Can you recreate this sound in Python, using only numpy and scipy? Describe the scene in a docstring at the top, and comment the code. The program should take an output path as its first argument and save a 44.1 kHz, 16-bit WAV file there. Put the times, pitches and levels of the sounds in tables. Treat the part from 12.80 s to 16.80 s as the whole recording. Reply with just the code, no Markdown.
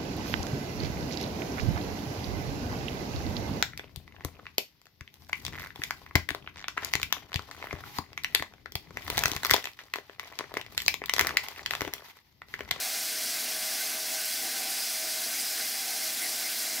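"""An overhead shower runs steadily in a small hard-walled bathroom. From the start, thousands of drops
a second hit tub and walls and merge into a bright hiss, while their drumming keeps tub and stall ringing
and small clumps of water spatter at random. Just before half a second the first heavier clump splats;
near one second a pocket of bubbles gurgles in the water on the floor. Splats and gurgles then recur
irregularly, most often after two and a half seconds, and the spray runs on to the end."""
import sys
import numpy as np
from scipy import signal
from scipy.fft import rfft, irfft
from scipy.io import wavfile
from scipy.ndimage import uniform_filter1d

SR = 44100
rng = np.random.default_rng(int(sys.argv[2]) if len(sys.argv) > 2 else 0)


def bounce(signal):
    """Save signal as a 16-bit WAV file at the path given by the first command-line argument."""
    frames = np.transpose(np.atleast_2d(signal))
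    limited = np.clip(frames, -1, 1)
    pcm = np.round(limited * 32767).astype(np.int16)
    wavfile.write(sys.argv[1], SR, pcm)


N = 176400

# Spectrum of the spray. Each row: frequency in Hz, relative spectral density in dB.
SPRAY_SPECTRUM = [(25, -25), (45, -42), (80, -36.5), (120, -26.5), (160, -15), (200, -20.5), (250, -23),
                  (320, -9), (410, -15), (490, -11.5), (540, -13.5), (700, -4), (900, -12), (1250, -11),
                  (1550, -5.5), (2150, -3), (2600, -5), (3800, -5), (4300, -3), (4650, -0.8), (5200, 0.0),
                  (6000, -0.7), (7000, -4.5), (9800, -3.5), (11300, -5.1), (13000, -4.5), (15500, -7.0)]
# Resonances of tub and stall. Each row: frequency in Hz, half-width in Hz, relative level in dB.
TUB_MODES = [(170.9, 4.0, -75.2), (223.5, 6.2, -66.0), (252.4, 4.5, -63.4), (279.4, 5.2, -68.8),
             (298.0, 5.0, -70.0), (331.8, 4.5, -64.4), (450.9, 6.0, -63.9), (635.2, 3.5, -55.4),
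             (703.6, 11.4, -60.8), (736.3, 6.3, -61.6), (784.4, 12.0, -59.0), (983.0, 14.0, -67.5),
             (1166.0, 10.0, -68.0), (1418.6, 8.0, -64.0), (1531.0, 10.7, -56.6), (1635.0, 17.9, -59.0),
             (2084.0, 30.0, -54.6), (2573.8, 8.5, -60.2), (3371.0, 9.0, -55.0), (3938.0, 9.0, -55.0),
             (4133.0, 7.5, -57.6), (4240.0, 15.4, -54.0), (4682.0, 42.1, -54.4), (4954.0, 15.0, -51.0),
             (5404.0, 6.7, -57.6)]
# Swells of the two clearest tub modes and of a high one. Each row: time in seconds, gain in dB.
LOW_RING = [(0, -1), (.2, 1), (.45, 1), (.6, 1), (.85, 4.5), (1.02, 0), (1.25, 3), (1.45, 5), (1.58, 1),
            (1.72, -4), (2.0, -2.5), (2.24, 5.5), (2.5, 0.5), (2.65, -6), (2.8, 4), (3.05, -11), (3.22, 4),
            (3.4, -5), (3.52, -1), (3.72, -1.5), (4, -1.5)]
UPPER_RING = [(0, 2), (.2, 3.5), (.4, -15), (.7, 1.5), (1.05, 2.5), (1.18, -5), (1.35, 5), (1.5, 1),
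              (1.67, 6.5), (1.95, 7), (2.12, 0), (2.22, 2), (2.48, -5), (2.6, 3), (2.9, 3.5), (3.11, 8),
              (3.28, 2), (3.5, 3), (4, -11)]
HIGH_RING = [(0, -1), (.7, -4), (.93, 5), (1.15, -1), (1.6, 3), (1.8, 2), (2.05, 7), (2.35, -.5), (2.5, 3),
             (2.68, 3.5), (2.78, 2), (3.0, 3), (3.3, -7), (3.6, 4), (4, -1)]
# The modes that swell. Each entry: frequency in Hz, the curve it follows.
MODE_SWELLS = {635.2: LOW_RING, 784.4: UPPER_RING, 4954.0: HIGH_RING}
# Swells of four bands, low to high: boom, drumming, splashing and the stream where it lands.
# Each row: time in seconds, level in dB before sway() centres and scales it.
BOOM_CURVE = [(0, -3), (.22, -3), (.32, 0), (.5, 2), (.85, 0), (.95, -1.5), (1.3, 0), (1.48, -3.5),
              (1.62, 1.5), (1.8, 3), (1.97, -2.5), (2.24, -5), (2.36, 1.5), (2.7, 0), (2.88, -1),
              (3.05, -1), (3.2, -3), (3.32, 2.5), (3.6, -0.5), (3.86, 1), (4, 1)]
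DRUM_CURVE = [(0.0, 13), (0.26, -4), (0.84, 4), (1.0, 2), (1.26, 7), (1.42, -2), (1.5, -14), (1.64, 10),
              (1.84, 5), (2.02, -3), (2.12, -5), (2.24, 12), (2.4, -4.5), (2.88, -4), (3.12, 6), (3.26, 1),
              (3.38, -3), (3.46, 10), (3.76, -5), (4.0, 8)]
SPLASH_CURVE = [(0.0, 0.5), (0.26, 0), (0.4, 0), (1.02, 2.5), (1.16, 0), (1.42, -0.5), (1.74, 1), (2.1, 0),
                (2.24, -2), (2.54, 1), (2.7, -2), (2.8, 5), (3.02, -3), (3.1, -0.5), (3.36, -2), (3.42, -1),
                (3.54, -2), (3.68, 0), (3.78, -4), (4.0, 3)]
STREAM_CURVE = [(0.0, 1), (0.1, -3), (0.54, -3), (0.78, -4.5), (0.92, -1.5), (1.1, -1.5), (1.16, -7),
                (1.28, -3), (1.34, -1), (1.76, -3.5), (1.92, -3.2), (2.34, -2.5), (2.62, -1.5), (3.04, -5),
                (3.28, 0.5), (3.36, -5.5), (3.5, -2.5), (3.58, -3.5), (3.8, -2), (4.0, -5.5)]
# Heavier clumps of water. Each row: start in seconds, level in dB, centre in Hz, decay time in seconds.
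HEAVY_SPLATS = [(.435, -37, 9700, .027), (1.0, -37, 13500, .027), (1.335, -37, 6000, .05),
                (1.452, -33, 12500, .012), (1.902, -31.5, 9200, .015), (2.598, -34.5, 8800, 0.023),
                (2.875, -35, 13200, .03), (3.416, -35, 10000, .05), (3.49, -35, 9000, 0.022),
                (3.787, -39, 10000, 0.024)]
# Pockets of bubbles. Each row: start in seconds, length in seconds, level in dB, pitch in Hz,
# half-width in Hz.
BUBBLE_POCKETS = [(.975, .07, -46.5, 1520, 30), (1.317, 0.16, -47, 1515, 35), (2.015, .058, -40, 5100, 200),
                  (2.526, 0.051, -46, 2200, 150), (2.548, 0.21, -42, 5020, 150),
                  (2.752, 0.078, -48, 1710, 140), (3.062, 0.06, -48.5, 730, 60),
                  (3.21, .04, -44, 2100, 110), (3.397, 0.079, -39, 2040, 170), (3.438, .05, -45, 1920, 130),
                  (3.628, 0.061, -43, 2150, 130)]


def spray(level_db=-34.5):
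    """Incoherent superposition: countless fine droplets add up to a Gaussian hiss."""
    return amp(level_db) * colour(rng.standard_normal(N), spray_gain)


def drops(level_db=-35.5, per_s=4500, spots=3, spread_db=2.5, low_cut_hz=1200):
    """Shot noise: larger drops strike as random impulses, and each landing spot has its own echo."""
    ticks = np.zeros(N)
    for _ in range(spots):
        size = amp(spread_db * np.minimum(rng.exponential(1, N), 5))
        polarity = rng.choice([-1, 1], N)
        lands = rng.random(N) < per_s / spots / SR
        ticks += reverberate(unit(size * polarity * lands))
    return amp(level_db) * colour(ticks, lambda f: spray_gain(f) * f / np.hypot(f, low_cut_hz))


def tub_ringing(gain_db=0.6):
    """Forced vibration: the drumming keeps every mode ringing; the clearest ones swell and fade."""
    t, ringing = np.arange(N) / SR, np.zeros(N)
    for hz, width_hz, db in TUB_MODES:
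        if hz in MODE_SWELLS:
            ringing += amp(db + level_at(MODE_SWELLS[hz], t)) * resonance(hz, width_hz, even_s=0.075)
        else:
            ringing += amp(db) * resonance(hz, width_hz, even_s=0.25)
    return amp(gain_db) * ringing


def sway(water, crossovers_hz=(420, 1100, 3200, 7500), patch_db=0.73, flicker_db=0.47):
    """Amplitude modulation: as the jets sway and break up, bands swell and the finest fizz flickers."""
    hz, t, spectra = signal.stft(water, SR, nperseg=512, noverlap=384)
    boom, below_splash, below_hiss, below_fizz = (
        1 / (1 + (hz[:, None] / top) ** 6) for top in crossovers_hz)
    db = 0.62 * boom * swing(BOOM_CURVE, t)
    db += 0.26 * (below_splash - boom) * swing(DRUM_CURVE, t)
    db += 0.5 * (below_hiss - below_splash) * swing(SPLASH_CURVE, t)
    db += 0.33 * (1 - below_hiss) * swing(STREAM_CURVE, t)
    drift = smooth_field((len(t), 1), frames=11, bins=1)[:, 0]
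    db += flicker_db * (1 - below_fizz) * unit(np.gradient(drift))
    db += patch_db * smooth_field(spectra.T.shape, frames=18, bins=17).T
    return signal.istft(spectra * amp(db), SR, nperseg=512, noverlap=384)[1][:N]


def splat(db, hz, decay_s, rise_s=0.002, width_octaves=0.43):
    """Impact transient: a clump bursts into a bright puff of droplets that decays exponentially."""
    t = np.arange(SR // 5) / SR
    noise = rng.standard_normal(len(t))
    puff = colour(noise, lambda f: np.exp(-0.5 * (np.log2((f + 1) / hz) / width_octaves) ** 2))
    return amp(db) * np.minimum(t / rise_s, 1) * np.exp(-t / decay_s) * puff


def gurgle(length_s, db, hz, width_hz):
    """Bubble resonance: a cluster of like-sized bubbles rings softly in one narrow band."""
    t = np.arange(SR // 5) / SR
    arch = np.sin(np.pi * np.minimum(t / length_s, 1))
    return amp(db) * arch * resonance(hz, width_hz, even_s=length_s / 2)[:len(t)]


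def spatter(per_s=8.8, level_db=-50.5, spread_db=12, low_hz=6960, high_hz=15000):
    """Random point process: small clumps land irregularly, each with its own size and brightness."""
    splats = np.zeros(N)
    waits, sizes, brightnesses = rng.random((150, 3)).T
    for start_s, size, brightness in zip(np.cumsum(2 * waits / per_s), sizes, brightnesses):
        if start_s < N / SR:
            db = level_db + spread_db * (2 * size - 1)
            hz = low_hz * (high_hz / low_hz) ** brightness
            add(splats, start_s, splat(db, hz, decay_s=0.025))
    return splats


def reverberate(direct, wet_share=0.7, t60_s=0.38):
    """Reverberation: dense reflections from the hard walls die away exponentially."""
    t = np.arange(SR // 2) / SR
    tail = rng.standard_normal(len(t)) * np.exp(-np.log(1000) * t / t60_s)
    echo = unit(irfft(rfft(direct) * rfft(tail, N), N))
    return np.sqrt(1 - wet_share) * direct + np.sqrt(wet_share) * echo


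def resonance(hz, width_hz, even_s):
    """Narrow-band response to random forcing, its rms evened out to about 1 over even_s."""
    ring = colour(rng.standard_normal(N), lambda f: 1 / (1 + ((f - hz) / width_hz) ** 2))
    span = round(even_s * SR)
    local_power = uniform_filter1d(uniform_filter1d(ring ** 2, span), span)
    return ring / np.sqrt(local_power + 1e-9)


def spray_gain(hz):
    """Spectral envelope of the spray as a gain, interpolated on a log-frequency axis."""
    knots_hz, db = np.transpose(SPRAY_SPECTRUM)
    return amp(np.interp(np.log(hz + 1), np.log(knots_hz + 1), db))


def smooth_field(shape, frames, bins):
    """Gaussian smoothing of noise over time and frequency gives random patches of rms 1."""
    along_time = np.fft.fftfreq(shape[0])[:, None] * frames
    along_hz = np.fft.fftfreq(shape[1]) * bins
    weight = np.exp(-along_time ** 2 - along_hz ** 2)
    return unit(np.fft.ifft2(np.fft.fft2(rng.standard_normal(shape)) * weight).real)


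def level_at(curve, t):
    """Linear interpolation of a level curve, in dB."""
    return np.interp(t, *np.transpose(curve))


def swing(curve, t):
    """Deviation of a level curve from its mean, in dB."""
    level = level_at(curve, t)
    return level - level.mean()


def colour(x, gain):
    """Linear filtering by a gain that depends on frequency, scaled to rms 1."""
    hz = np.fft.rfftfreq(len(x), 1 / SR)
    return unit(irfft(rfft(x) * gain(hz), len(x)))


def amp(db):
    """Amplitude ratio of a level in decibels."""
    return 10 ** (np.asarray(db) / 20)


def unit(x):
    """Normalisation to rms 1."""
    return x / np.sqrt(np.mean(x ** 2) + 1e-20)


def add(mix, start_s, sound):
    """Superposition of a sound on the mix, from start_s on."""
    part = mix[max(round(start_s * SR), 0):][:len(sound)]
    part += sound[:len(part)]


def scene():
    """Superposition: all the sources of the shower sum to one signal, alike in both channels."""
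    water = sway(spray() + drops() + tub_ringing()) + spatter()
    for start_s, *clump in HEAVY_SPLATS:
        add(water, start_s, splat(*clump))
    for start_s, *pocket in BUBBLE_POCKETS:
        add(water, start_s, gurgle(*pocket))
    return np.array([water, water])


def record(dry, cutoff_hz=15760):
    """Band limiting: a steep low-pass filter removes the highest treble."""
    low_pass = signal.firwin(1023, cutoff_hz, window=("kaiser", 8), fs=SR)
    return signal.oaconvolve(dry, low_pass[None], "same")


dry = scene()
out = record(dry)
bounce(out)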